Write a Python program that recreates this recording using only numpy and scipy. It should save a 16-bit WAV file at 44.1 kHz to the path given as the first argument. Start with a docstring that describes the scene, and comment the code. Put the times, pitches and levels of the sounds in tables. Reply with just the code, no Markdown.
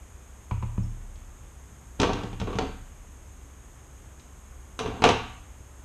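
"""Rumble, a faint hum and microphone hiss fill a small workshop. At 0.5 s a reel is stood on a wooden
bench: its rim taps three times, the hand's weight thumps the top, and it squeaks under the fingers.
From 2 s things beside it are picked up, shifted and dropped back: each impact clicks and excites the
modes of the loose things, the boards and the bench top. A second, louder clatter comes near 5 s,
and the bench and the room ring on behind it."""
import sys
import numpy as np
from scipy import signal
from scipy.fft import rfft, irfft, next_fast_len
from scipy.io import wavfile
from scipy.ndimage import uniform_filter1d

SR = 44100
rng = np.random.default_rng(int(sys.argv[2]) if len(sys.argv) > 2 else 0)


def file_out(sig):
    """Save sig as 16-bit WAV at sys.argv[1]."""
    # one column per channel
    cols = np.atleast_2d(sig).T
    # limit, then scale
    lim = np.clip(cols, -1, 1)
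    pcm = np.round(lim * 32767).astype(np.int16)
    wavfile.write(sys.argv[1], SR, pcm)


N = 257544
TIME = np.arange(N) / SR
RING_TIME = TIME[:SR]

# spectra of the room's rumble and the microphone's hiss: f/Hz, relative level/dB
RUMBLE_SPECTRUM = [(20, -13.5), (38, 2.5), (70, -1.5), (100, -3.5), (150, -13), (300, -17), (600, -22.5),
                   (1100, -22.5), (2000, -28.5), (3500, -34), (4500, -44.5), (14000, -68)]
HISS_SPECTRUM = [(2000, -27), (4300, -20), (5200, -12), (5950, -10.5), (6450, 4.5), (7100, -2.5),
                 (8500, -5), (10400, -14), (11800, -11), (13200, -16), (14400, -31)]
# decay of the workshop's reverberation and of a struck body's dense modes: f/Hz, T60/s
WORKSHOP_T60 = [(100, 0.86), (400, 0.21), (1000, 0.55), (3000, 0.74), (6000, 0.26), (12000, 0.39)]
DENSE_MODE_T60 = [(150, 0.15), (1000, 0.09), (4000, 0.095), (10000, 0.022)]
# contact spectra of small parts, the reel and loose things on wood: f/Hz, relative level/dB
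TICK_SPECTRUM = [(500, -3), (2000, -10.5), (3300, 0), (5400, -7), (6600, -8.5), (8000, -17), (13000, -41)]
REEL_SPECTRUM = [(150, -4.5), (400, -8), (650, -12), (800, -2.5), (1030, -8), (1300, -8), (1600, -23),
                 (2400, -13), (3500, -26), (6000, -41), (12000, -52)]
CLATTER_SPECTRUM = [(60, 2.5), (150, -2.5), (260, 9), (330, 1.5), (440, 12), (560, -0.5), (780, 2),
                    (1100, 2), (1400, -2.5), (1950, -9.5), (2600, -6), (3400, -7.5), (4800, -19),
                    (6200, -19.5), (7500, -27.5), (10000, -37.5), (14000, -54)]
# modes of the reel's rim, the bench top and the boards with their load: f/Hz, relative level/dB, T60/s
RIM_MODES = [(1000, 5, 0.037), (1117, -3, 0.037), (2400, -23, .025)]
BENCH_MODES = [(33.7, -18, 2), (62, -49, 0.39), (81.1, -6.5, 0.47), (111.3, -0.5, 0.36),
               (180.6, -2.5, 0.22), (192.8, -16, 0.54), (228.5, -15, 0.29), (296.7, -14.5, 0.57)]
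BOARD_MODES = [(266.4, 2, 0.34), (291.5, -1.5, 0.53), (390, -8, 0.26), (448, 4, 0.25), (480.8, -0.5, 0.39),
               (608, -32, 0.16), (694, -2.5, 0.34), (755, -1, 0.27), (914, 2.5, 0.14), (1122, -3, 0.46),
               (1158, -8.5, 0.47), (1558, -12, 0.57), (1609, -12, 0.14), (2420, -12, 0.39),
               (2770, -10.5, 0.41), (3200, -36, .3), (3400, -18, 0.23), (4177, -36, .26), (5300, -54, 0.15),
               (6150, -20, 0.19), (6230, -14, 0.16)]
# small hard parts clicking together: t/s, level/dB
PART_TICKS = [(1.157, -59), (1.9999, -28), (2.016, -27.5), (2.133, -37.5), (2.235, -47), (2.5866, -33.5),
              (4.196, -55)]
# things pushed over the boards: t/s, duration/s, level/dB
PUSHES = [(1.99, 0.27, -32), (2.473, 0.062, -39), (2.601, 0.011, -34), (4.798, 0.24, -34.5),
          (5.04, 0.038, -22)]
# the reel set down and pressed home: t/s, tap level/dB, relative thump level/dB, push duration/s
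REEL_TAPS = [(.511, -36.5, -12.5, 0.0074), (0.6257, -40.5, -16.5, 0.007), (0.778, -49, -14, 0.00405)]
# things landing: t/s, level/dB, tilt/(dB/octave), relative thump level/dB, time to first rebound/s
LANDINGS = [(1.9994, -23, -1, -18.5, 0.0082), (2.018, -24.5, -3.5, -31, .005),
            (2.0316, -16.5, -1, -17.5, 0.0089), (2.093, -23, -3, -39, 0.0093),
            (2.131, -35, -0.5, -26.5, .004), (2.234, -37, -4, -23.5, .01),
            (2.330, -43.5, 0.5, -27.5, 0.0057), (2.400, -38.5, 4, -28.5, .004),
            (2.415, -31.5, -1.5, -18, .004), (2.473, -32, -3, -30, 0.0045), (2.53, -33, -1.5, -44, 0.0071),
            (2.555, -38.5, 1, -19.5, 0.0051), (2.5866, -22.5, -1.5, -22.5, 0.00324),
            (2.612, -26, -8, -26.5, 0.0079), (4.791, -29.5, 4, -33.5, 0.0096),
            (4.860, -30.5, -0.5, -25, 0.016), (5.021, -22, -0.5, -28, 0.0074),
            (5.0397, -12.5, 1.3, -22.5, 0.012), (5.051, -17, -2, -35, 0.0074),
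            (5.0903, -18, 2, -18.5, 0.0081)]


def undb(db):
    """Amplitude ratio of a level in decibels."""
    return 10 ** (np.asarray(db) / 20)


def at(points, hz):
    """Interpolation of (f/Hz, value) points in log frequency."""
    f, value = np.transpose(points)
    return np.interp(np.log(np.maximum(hz, 1)), np.log(f), value)


def level(x, db):
    """Scaling to an rms level."""
    return x * undb(db) / np.sqrt(np.mean(x ** 2))


def blow_level(x, db):
    """Equal energy: a transient gets the energy of 10 ms of steady sound at this level."""
    return x * undb(db) * np.sqrt(.01 * SR / np.sum(x ** 2))


def add(track, s, sound):
    """Superposition: a sound joins the track at s seconds."""
    part = track[int(s * SR):][:len(sound)]
    part += sound[:len(part)]


def colour(x, points, tilt_db=0):
    """Minimum-phase filtering to a spectrum, tilted by tilt_db per octave about 1 kHz."""
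    size = 2 * next_fast_len(len(x), real=True)
    hz = np.fft.rfftfreq(size, 1 / SR)
    octaves = np.log2(np.maximum(hz, 250) / 1000)
    cepstrum = irfft(np.log(undb(at(points, hz) + tilt_db * octaves)))
    cepstrum[1:size // 2] *= 2  # folding onto positive time makes the filter causal
    cepstrum[size // 2 + 1:] = 0
    return irfft(rfft(x, size) * np.exp(rfft(cepstrum)))[:len(x)]


def dying_noise(t60_points, size):
    """Modal overlap: dense modes merge into noise of unit energy, each octave with its own decay."""
    t, hz = TIME[:size], np.fft.rfftfreq(size, 1 / SR)
    octave = np.log2(np.clip(hz, 125, 16000) / 125)
    noise, out = rfft(rng.standard_normal(size)), 0
    for k in range(8):
        share = np.maximum(1 - abs(octave - k), 0)
        decay = undb(-60 * t / at(t60_points, 125 * 2 ** k))
        band = irfft(noise * share, size) * decay
        out = out + band * np.sqrt(np.mean(share) / np.sum(band ** 2))
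    return out / np.sqrt(np.sum(out ** 2))


def ring(modes, gains):
    """Free vibration: a sum of damped sinusoids, each with its own gain."""
    return sum(gain * undb(db - 60 * RING_TIME / t60) * np.sin(2 * np.pi * hz * RING_TIME)
               for (hz, db, t60), gain in zip(modes, gains))


def contact(points, db, tilt_db=0, *, crack_db, crack_t60):
    """Impact excitation: a broadband crack together with the struck body's dense modes."""
    body = dying_noise(DENSE_MODE_T60, size=8192)
    crack = dying_noise([(1000, crack_t60)], size=8192)
    return blow_level(colour(body + undb(crack_db) * crack, points, tilt_db), db)


def background(hum_hz=65.5, waver=0.16, drift=0.01185):
    """Stationary rumble and hiss, with a hum slowly modulated in amplitude and frequency."""
    rumble = level(colour(rng.standard_normal(N), RUMBLE_SPECTRUM), db=-48.5)
    hiss = level(colour(rng.standard_normal(N), HISS_SPECTRUM), db=-60)
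    swell, wander = (signal.resample(row, N) for row in rng.standard_normal((2, 30)))
    phase = 2 * np.pi * np.cumsum(hum_hz * (1 + drift * wander)) / SR
    hum = (1 + waver * swell) * np.sin(phase)
    return rumble + hiss + level(hum, db=-50.5)


def workshop(x, wet_db, first_echo_s=0.00086, build_s=0.02):
    """Reverberation: the diffuse field of a small, cluttered room follows the direct sound."""
    build_up = np.clip((RING_TIME - first_echo_s) / build_s, 0, 1)
    tail = dying_noise(WORKSHOP_T60, size=SR) * build_up
    return x + undb(wet_db) * signal.fftconvolve(x, tail)[:N]


def squeak(peak_s=.838, hz=5400, peak_db=-56.5, half_width_s=0.0081, jitter=0.039):
    """Friction tone: the reel slips under the fingers with a brief, unsteady pitch."""
    unsteady = level(uniform_filter1d(rng.standard_normal(N), size=40), 0)
    tone = np.sin(2 * np.pi * np.cumsum(hz * (1 + jitter * unsteady)) / SR)
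    return undb(peak_db) * tone * np.exp(-((TIME - peak_s) / half_width_s) ** 2)


def ticks():
    """Light impacts: small hard parts click brightly and leave the bench at rest."""
    out = np.zeros(N)
    for s, db in PART_TICKS:
        add(out, s, contact(TICK_SPECTRUM, db, crack_db=4.5, crack_t60=0.031))
    return out


def slide(start_s, length_s, db, attack_s=0.011, slowing_db_per_s=42, release_s=0.043):
    """Friction envelope: a pushed thing grips quickly, fades as it slows, then stops."""
    t = np.maximum(TIME - start_s, 0)
    attack = np.minimum(t / attack_s, 1)
    release = np.exp(-np.maximum(t - length_s, 0) / release_s)
    return attack * undb(db - slowing_db_per_s * t) * release


def drag(catches_per_s=1800, scatter_db=3, tilt_db=-2.1, ring_db=-8):
    """Roughness noise: sliding things catch on the grain, driving the boards with random impulses."""
    catches = (rng.random(N) < catches_per_s / SR) * rng.choice([-1, 1], N)
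    catches = catches * undb(scatter_db * rng.standard_normal(N))
    scrape = level(colour(catches, CLATTER_SPECTRUM, tilt_db), 0)
    response = ring(BOARD_MODES, np.ones(len(BOARD_MODES)))
    boards = level(signal.fftconvolve(catches, response)[:N], ring_db)
    return (scrape + boards) * sum(slide(*push) for push in PUSHES)


def thump(db, push_s):
    """Contact time as a low-pass filter: a push barely excites bench modes above 1 / push_s."""
    hz = np.transpose(BENCH_MODES)[0]
    gains = 0.5 / (1 + (hz * push_s) ** 4)
    return undb(db) * ring(BENCH_MODES, gains)


def reel(rim_db=2):
    """Impact and loading: the rim taps and rings, then the hand's weight drives the bench top."""
    taps, ringing = np.zeros(N), np.zeros(N)
    rim = ring(RIM_MODES, np.ones(len(RIM_MODES)))
    for s, tap_db, thump_db, push_s in REEL_TAPS:
        add(taps, s, contact(REEL_SPECTRUM, tap_db, crack_db=-8, crack_t60=0.077))
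        add(ringing, s, blow_level(rim, tap_db + rim_db))
        add(ringing, s + push_s, thump(thump_db, push_s))
    return taps, ringing


def bounces(s, db, tilt_db, gap_s, touches=3, gap_ratio=.8, loss_db=8, tilt_step_db=0.05):
    """Restitution: after a landing, each rebound comes sooner and weaker than the last."""
    for k in range(touches):
        yield s, db - k * loss_db, tilt_db + k * tilt_step_db
        s += gap_s * gap_ratio ** k


def clatter(ring_db=-5, scatter_db=4.5, push_s=0.00067):
    """Modal excitation: each thing lands at a different point and so weights the modes anew."""
    knocks, boards = np.zeros(N), np.zeros(N)
    octaves = np.log2(np.transpose(BOARD_MODES)[0] / 1000)
    signs = (-1) ** np.arange(len(BOARD_MODES))  # neighbouring modes swing opposite ways
    for s, db, tilt_db, thump_db, gap_s in LANDINGS:
        gains = signs * undb(scatter_db * rng.standard_normal(len(BOARD_MODES)) + tilt_db * octaves)
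        for touch_s, touch_db, touch_tilt in bounces(s, db, tilt_db, gap_s):
            knock = contact(CLATTER_SPECTRUM, touch_db, touch_tilt, crack_db=-3.5, crack_t60=0.0079)
            add(knocks, touch_s, knock)
        add(boards, s, blow_level(ring(BOARD_MODES, gains), db + ring_db))
        add(boards, s, thump(thump_db, push_s))
    return knocks, boards


def scene():
    """Direct-to-reverberant ratio: the ringing arrives more directly than the knocks and clicks."""
    knocks, boards = clatter()
    taps, reel_ringing = reel()
    clunks = workshop(knocks + drag(), wet_db=-4.0)
    clicks = workshop(ticks() + taps + squeak(), wet_db=-4.5)
    ringing = workshop(boards + reel_ringing, wet_db=-7.5)
    return (clunks + clicks + ringing + background())[None]


def record(dry, low_hz=20, peak=.8, top_hz=14000):
    """Band limiting and clipping: the deepest rumble, any extreme peaks and the top treble are cut."""
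    high_pass = signal.butter(2, low_hz, "high", fs=SR, output="sos")
    low_pass = signal.ellip(8, .2, 70, top_hz, fs=SR, output="sos")
    clipped = np.clip(signal.sosfilt(high_pass, dry), -peak, peak)
    return signal.sosfilt(low_pass, clipped)


dry = scene()
out = record(dry)
file_out(out)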